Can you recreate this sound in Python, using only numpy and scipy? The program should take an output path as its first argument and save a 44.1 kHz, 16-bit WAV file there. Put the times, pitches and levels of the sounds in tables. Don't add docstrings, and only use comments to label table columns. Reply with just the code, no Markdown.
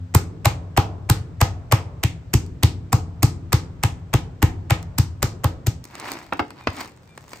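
import sys
import numpy as np
from scipy import signal
from scipy.fft import rfft, irfft, next_fast_len
from scipy.io import wavfile
from scipy.ndimage import uniform_filter1d

SR = 44100
rng = np.random.default_rng(int(sys.argv[2]) if len(sys.argv) > 2 else 0)


def transcribe(u):
    v = np.clip(np.atleast_2d(u).T, -1, 1)
    q = np.round(v * 32767).astype(np.int16)
    wavfile.write(sys.argv[1], SR, q)


N = 326340
POUNDING_END_S = 5.835


def amp(db):
    return 10 ** (np.asarray(db) / 20)


def unit(x):
    return x / np.sqrt(np.mean(x ** 2) + 1e-20)


def along(points, hz):
    f, v = np.transpose(points)
    return np.interp(np.log(hz + 1), np.log(f + 1), v)


def shape(points):
    return lambda hz: amp(along(points, hz))


def cavity(centre_hz, q):
    return lambda hz: 1 / (1 + (q * (hz / centre_hz - centre_hz / (hz + 1))) ** 2)


def filtered(x, response):
    n = x.shape[-1]
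    m = next_fast_len(n + 4096)
    hz = np.fft.rfftfreq(m, 1 / SR)
    return irfft(rfft(x, m) * response(hz), m)[..., :n]


def add(track, start_s, sound):
    start = max(round(start_s * SR), 0)
    part = track[:, start:start + sound.shape[-1]]
    part += sound[..., :part.shape[-1]]


def coloured(pair, gain, alike):
    def weights(hz):
        turn = np.arccos(np.clip(along(alike, hz), -1, 1)) / 2
        return gain(hz) * np.array([np.cos(turn), np.sin(turn)])

    mid, side = filtered(pair, weights)
    return np.array([mid + side, mid - side])


# [freq_hz, likeness (clipped at 1)]
NEAR_LIKENESS = [(200, 1), (700, 0.7957), (1500, .55), (5000, .5), (7500, 0.69), (11000, 1.0745)]


def burst(t, rise_s, fall_s, gain, spiky_db):
    envelope = np.exp(np.minimum(t / rise_s, -t / fall_s))
    wander = unit(uniform_filter1d(rng.standard_normal(len(t)), size=12))
    pops = rng.standard_normal((2, len(t))) * amp(spiky_db * wander) * envelope
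    return unit(coloured(pops, gain, NEAR_LIKENESS)) * np.sqrt(.005 * SR / len(t))


def thump(t, hz, delay_s, swell_s, fall_s):
    u = t - delay_s
    width = np.where(u < 0, swell_s, fall_s)
    return np.cos(2 * np.pi * hz * u) * np.exp(1 - np.hypot(1, u / width) ** 1.8)


# [freq_hz, likeness]
FAR_LIKENESS = [(120, 0.95), (400, 0.78), (1000, 0.16), (3000, 0.058), (7000, 0.1), (10000, 1)]


def tail(gain, t60, size):
    hz, t, z = signal.stft(rng.standard_normal((2, size)), SR, nperseg=256)
    life_s = along(t60, hz)[:, None]
    decay = amp(-60 * t / life_s) * np.sqrt(2 * np.log(1000) / (life_s * SR))
    noise = signal.istft(z * decay, SR, nperseg=256)[1]
    return coloured(noise, gain, FAR_LIKENESS)


# [freq_hz, relative_density_db]
AIR_COLOUR = [(15, -39), (25, -10), (120, 2), (317, -13), (516, -12.5), (911, -19.5), (1520, -21.5),
              (2350, -27.5), (8590, -38.5), (9570, -66), (14400, -47.5), (16000, -53.5)]


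def air():
    noise = rng.standard_normal((2, N))
    return amp(-49) * unit(coloured(noise, shape(AIR_COLOUR), FAR_LIKENESS))


# [start_s, length_s, pitch_hz, level_db]
WHISTLE_NOTES = [(6.601, 0.078, 2450, -52), (7.08, 0.083, 2390, -57)]


def whistles():
    out = np.zeros((2, N))
    for start_s, length_s, pitch_hz, level_db in WHISTLE_NOTES:
        u = np.linspace(0, 1, int(length_s * SR))
        phase = 2 * np.pi * np.cumsum(pitch_hz * (1 - .012 * u)) / SR
        envelope = np.sqrt(np.abs(np.sin(np.pi * u)))
        add(out, start_s, amp(level_db) * envelope * (np.sin(phase) + .35 * np.sin(3 / 2 * phase)))
    return out


# [freq_hz, level_db]
YARD_COLOUR = [(30, -11.5), (90, -12.5), (130, -17), (300, -13.5), (600, -18), (800, -21), (1100, -19),
               (3000, -28), (8000, -29), (14000, -47)]
# [freq_hz, t60_s]
YARD_DECAY = [(60, 3.4), (300, 3.3), (1000, 1.1), (4000, 0.48), (12000, 0.32)]


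def yard(radiated):
    return tail(lambda hz: radiated(hz) * shape(YARD_COLOUR)(hz), YARD_DECAY, size=32768)


# [freq_hz, level_db]
PORCH_COLOUR = [(60, -11), (150, -18), (300, -7.5), (600, -12), (800, -6.5), (1050, -8.5), (2000, -6),
                (6000, -5), (9000, -13.5), (12000, -15), (16000, -16)]
# [freq_hz, t60_s]
PORCH_DECAY = [(100, .5), (400, 0.82), (1000, 0.22), (3000, 0.24), (8000, 0.25), (14000, 0.15)]


def porch(radiated=lambda hz: 1):
    return tail(lambda hz: radiated(hz) * shape(PORCH_COLOUR)(hz), PORCH_DECAY, size=12288)


def broad_colour(x):
    energy = np.cumsum(np.abs(rfft(x[0])) ** 2)
    bins = np.arange(len(energy))

    def gain(hz):
        k = hz * x.shape[-1] / SR
        half = k / 6 + 1
        band = np.interp(k + half, bins, energy) - np.interp(k - half, bins, energy)
        return np.sqrt(np.abs(band) / (2 * half))
    return gain


# [start_s, clack_db, clack_top_hz, clatter_db, thud_db]
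BOARD_KNOCKS = [(6.3256, -18.5, 3540, 12, -34), (6.3946, -17.3, 4450, 18.5, -27),
                (6.6726, -13.5, 6000, 10, -20.5)]
# [freq_hz, relative_density_db]
CLACK_COLOUR = [(150, -17), (350, -4), (1000, -2.5), (1700, -8.5), (2500, -7), (3300, -14), (4200, -15),
                (7000, -21)]
# [freq_hz, relative_level_db]
BOARD_COLOUR = [(100, -26), (280, 11.5), (380, 3), (450, 4.5), (630, -2), (800, 7), (1000, -1), (1400, 4),
                (2000, -16.5), (2700, -15.5), (4000, -29.5), (7000, -43)]
# [freq_hz, t60_s]
BOARD_DECAY = [(250, 0.19), (1000, 0.085), (3000, .07)]


def board():
    out = np.zeros((2, N))
    t = np.arange(8192) / SR - .005
    for start_s, clack_db, top_hz, clatter_db, thud_db in BOARD_KNOCKS:
        contact = lambda hz: shape(CLACK_COLOUR)(hz) / (1 + (hz / top_hz) ** 5)
        clack = burst(t, .00073, .0035, contact, spiky_db=3.5)
        clatter = tail(shape(BOARD_COLOUR), BOARD_DECAY, size=12288)
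        thud = thump(t, hz=90, delay_s=.017, swell_s=.0044, fall_s=.013)
        add(out, start_s + t[0], amp(clack_db) * clack)
        add(out, start_s, amp(clatter_db) * clatter)
        add(out, start_s + t[0], amp(thud_db) * thud)
    return out


# [crest_s, rise_s, fall_s, crumple_db, crackle_db]
HAND_STROKES = [(6.085, .08, .085, -31.5, -43.5), (6.59, .02, .04, -45, -66), (6.81, .04, .028, -29, -37),
                (7.34, .06, .09, -48, -48.5)]
STILL_DB = -70


def flexing():
    t = np.arange(N) / SR
    gains = np.full((2, N), amp(STILL_DB))
    for crest_s, rise_s, fall_s, crumple_db, crackle_db in HAND_STROKES:
        swell = np.exp(np.minimum((t - crest_s) / rise_s, (crest_s - t) / fall_s))
        gains += amp([[crumple_db], [crackle_db]]) * swell
    return gains * (t > POUNDING_END_S)


def crinkles(level, spectrum, rate_hz, spread_db, hiss):
    size_db = spread_db * np.minimum(rng.exponential(size=N), 4)
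    hits = (rng.random(N) < rate_hz / SR) * amp(size_db)
    buckles = signal.lfilter([1], [1, -np.exp(-1 / (.0004 * SR))], hits)
    pair = (unit(buckles) + hiss) * rng.standard_normal((2, N))
    return level * unit(coloured(pair, shape(spectrum), NEAR_LIKENESS))


# [freq_hz, relative_density_db]
CRUMPLE_COLOUR = [(120, -18), (300, 4), (500, -6), (950, 2), (1500, -6.5), (2300, -5), (3300, -16),
                  (4500, -13), (8000, -36)]
# [freq_hz, relative_density_db]
CRACKLE_COLOUR = [(1500, -38), (2400, -11), (3500, 1), (5000, 4.5), (6200, 3), (8500, 4.5), (11000, -4),
                  (13500, -8), (16000, 2)]
# [start_s, nominal_peak_db, body_re_peak_db]
CREASE_SNAPS = [(2.4634, -37.5, -17), (4.8282, -33, -9), (5.8412, -27, -22), (5.8526, -31, -8),
                (5.9533, -29.5, -3), (5.9989, -25, -13), (6.118, -17, -10), (6.1363, -27.5, -17),
                (6.334, -29, 2), (6.4007, -33, -6), (6.5058, -35, 1), (6.8105, -22, -8), (7.1767, -33, 1),
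                (7.3332, -29, -1)]
TICK_RATE_HZ, TICK_BODY_DB = 24, -3
TICK_DB, TICK_FOLLOWS, TICK_SCATTER_DB = -11, .55, 3


def bag():
    crumple, crackle = flexing()
    out = crinkles(crumple, CRUMPLE_COLOUR, rate_hz=1400, spread_db=3.5, hiss=.31)
    out += crinkles(crackle, CRACKLE_COLOUR, rate_hz=600, spread_db=5.5, hiss=.25)
    count = int(TICK_RATE_HZ * (N / SR - POUNDING_END_S))
    ticks_s = POUNDING_END_S + (np.arange(count) + rng.random(count)) / TICK_RATE_HZ
    crackle_db = 20 * np.log10(crackle[(ticks_s * SR).astype(int)] + 1e-9)
    ticks_db = TICK_DB + TICK_FOLLOWS * crackle_db + TICK_SCATTER_DB * rng.standard_normal(count)
    ticks = [(s, db, TICK_BODY_DB) for s, db in zip(ticks_s, ticks_db)]
    t = np.arange(2048) / SR - .005
    for start_s, peak_db, body_db in list(CREASE_SNAPS) + ticks:
        snap = amp(peak_db - 9) * burst(t, .00017, .0012, shape(CRACKLE_COLOUR), spiky_db=6)
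        snap += amp(peak_db + body_db - 2.5) * burst(t, .0003, .0031, shape(CRUMPLE_COLOUR), spiky_db=0)
        add(out, start_s + t[0], snap)
    return out


def ring(modes, length_s, attack_s, scatter_db):
    t = np.arange(int(length_s * SR)) / SR
    hz, db, t60_s = np.transpose(modes)[:, :, None]
    level = amp(db + scatter_db * rng.standard_normal(hz.shape) - 60 * t / t60_s)
    sines = np.sin(2 * np.pi * (hz * t + rng.random(hz.shape)))
    return (level * sines).sum(0) * (1 - np.exp(-t / attack_s))


# [freq_hz, relative_level_db, t60_s]
TABLE_MODES = [(87.96, -4, .9), (98.17, -6.5, 1.1), (167.5, -11.5, 1.38), (255, -19, 1.2), (298, -17, 0.58),
               (319, -7.5, .3), (439, -21, 0.7), (507, -14, 0.22), (822, -4.5, 0.13), (944, -14.5, 0.11),
               (1260, -15, .25)]


def earlier_ring():
    return amp(-26) * ring(TABLE_MODES[:4], length_s=1, attack_s=.004, scatter_db=2.5)


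def table(force_db, smack_db):
    drive = [(250, force_db - 20.5), (500, smack_db - 7)]
    modes = [(hz, db + along(drive, hz), t60_s) for hz, db, t60_s in TABLE_MODES]
    return ring(modes, length_s=.81, attack_s=.001, scatter_db=2.0)


# [start_s, force_db, crack_db, smack_db, pop_db, pop_hz, squelch_db]
MALLET_BLOWS = [(0.1497, -2.5, -13.5, -12.5, -23, 2100, -10.5),
                (0.4568, -4.5, -17, -11.5, -15.5, 2050, -16.5),
                (0.776, -4.5, -20.5, -9, -19.5, 2900, -12.5), (1.0992, -3, -14, -15, -22.5, 2800, -13.5),
                (1.4146, -4.5, -17, -11.5, -18, 2400, -16),
                (1.7235, -3.5, -16.5, -10.5, -16.5, 2150, -16.5), (2.037, -6.5, -20, -24, -19, 2500, -22.5),
                (2.339, -2.5, -16.5, -23.5, -20, 2550, -11.5),
                (2.6337, -3.5, -16.5, -21, -17.5, 3200, -12.5), (2.93, -3, -18, -14, -23.5, 1900, -15.5),
                (3.2309, -2, -14.5, -18.5, -22, 2500, -10.5), (3.5301, -4.2, -18, -16, -19, 3100, -18),
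                (3.8367, -5.5, -18.5, -18, -19.5, 2250, -18.5),
                (4.139, -4.3, -21.5, -16, -20.5, 2200, -11.5), (4.4274, -2.3, -20, -16.5, -19.5, 1900, -11),
                (4.7073, -4.7, -22.5, -14.5, -18.5, 2200, -23),
                (4.985, -3.2, -17.5, -25, -24.5, 2600, -17.5), (5.229, -9, -17, -18, -23.5, 2700, -14.5),
                (5.4439, -6.7, -23.5, -16.5, -26.5, 2400, -18), (5.669, -7, -23, -28, -26.5, 3400, -19.5)]
# [freq_hz, relative_density_db]
RUSTLE_COLOUR = [(150, -13), (600, 4), (1200, 4), (2200, 3.5), (4000, -12), (8000, -4), (16000, -34)]
# [freq_hz, relative_density_db]
CRACK_COLOUR = [(1500, -36), (3000, -17.5), (4200, -3.5), (5300, -1.5), (6200, -3), (8000, 1), (11500, -7),
                (13500, -2.5), (15200, -3.5), (17000, -22)]
# [freq_hz, relative_density_db]
SQUELCH_COLOUR = [(80, 0.5), (200, -2), (330, -1.5), (480, -11.5), (700, -35), (2000, -42)]
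TYPICAL_SMACK_DB, TOUCH_S, TOUCH_S_PER_DB = -17, .0075, .0003
RUSTLE_RE_POP_DB = -6
MEAN_SMACK_HZ, SMACK_SCATTER = 830, .05
MEAN_THUMP_HZ, THUMP_SCATTER, CREST_S = 106, .04, .0159
SMACK_Q, SMACK_Q_PER_S = 1.55, -.09


def mallet():
    out = np.zeros((2, N))
    lead_s = .025
    t = np.arange(4096) / SR - lead_s
    add(out, 0, earlier_ring())
    chances = rng.uniform(-1, 1, (len(MALLET_BLOWS), 2))
    for row, (smack_chance, thump_chance) in zip(MALLET_BLOWS, chances):
        start_s, force_db, crack_db, smack_db, pop_db, pop_hz, squelch_db = row
        touch_s = max(TOUCH_S + TOUCH_S_PER_DB * (smack_db - TYPICAL_SMACK_DB), .002)
        smack_hz = MEAN_SMACK_HZ * (1 + SMACK_SCATTER * smack_chance)
        thump_hz = MEAN_THUMP_HZ * (1 + THUMP_SCATTER * thump_chance)
        smack_gain = cavity(smack_hz, q=SMACK_Q + SMACK_Q_PER_S * start_s)
        rustle = burst(t + touch_s, .0005, touch_s + .003, shape(RUSTLE_COLOUR), spiky_db=5)
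        blow = amp(pop_db + RUSTLE_RE_POP_DB) * rustle
        blow += amp(crack_db) * burst(t, .0014, .0018, shape(CRACK_COLOUR), spiky_db=5)
        blow += amp(pop_db) * burst(t, .0011, .0026, cavity(pop_hz, q=1.05), spiky_db=2)
        blow += amp(smack_db) * burst(t - .002, .0024, .0034, smack_gain, spiky_db=3)
        blow += amp(squelch_db) * burst(t - .004, .0023, .009, shape(SQUELCH_COLOUR), spiky_db=1)
        blow += amp(force_db) * thump(t, thump_hz, CREST_S, swell_s=.0053, fall_s=.0088)
        add(out, start_s - lead_s, blow)
        add(out, start_s + .005, table(force_db, smack_db))
        radiated = broad_colour(blow)
        add(out, start_s + .009, porch(radiated))
        add(out, start_s + .025, yard(radiated))
    return out


def scene():
    cut = np.interp(np.arange(N) / SR, [POUNDING_END_S - .01, POUNDING_END_S], [1, 0])
    handling = bag() + board()
    echo = signal.fftconvolve(handling[:1], porch(), axes=1)
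    add(handling, .007, amp(-3.5) * echo)
    return air() + whistles() + handling + mallet() * cut


# [freq_hz, lead_rad]
STEREO_PHASE = [(500, 0), (1900, .3), (3400, 1.2), (5500, 1.2), (7200, 0), (8500, -1.3), (10000, -3.1),
                (11300, -4.2), (13200, -6.3), (14800, -7.3), (15800, -9.2)]
# [freq_hz, balance_db]
STEREO_BALANCE = [(100, 1.1), (300, 1.5), (1000, -.9), (2200, 0), (4200, 3.2), (7000, .7), (12000, 0)]
RUMBLE_CUT_HZ, TOP_HZ, CEILING = 38, 16300, .93


def record(dry):
    def stereo(hz):
        sides = np.array([[.5], [-.5]])
        turn = np.exp(1j * along(STEREO_PHASE, hz) * sides)
        balance = amp(along(STEREO_BALANCE, hz) * sides)
        return turn * balance * hz ** 2 / np.hypot(hz ** 2, RUMBLE_CUT_HZ ** 2)

    x = filtered(dry, stereo)
    x = x / (1 + np.abs(x / CEILING) ** 8) ** (1 / 8)
    return filtered(x, lambda hz: hz < TOP_HZ)


dry = scene()
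out = record(dry)
transcribe(out)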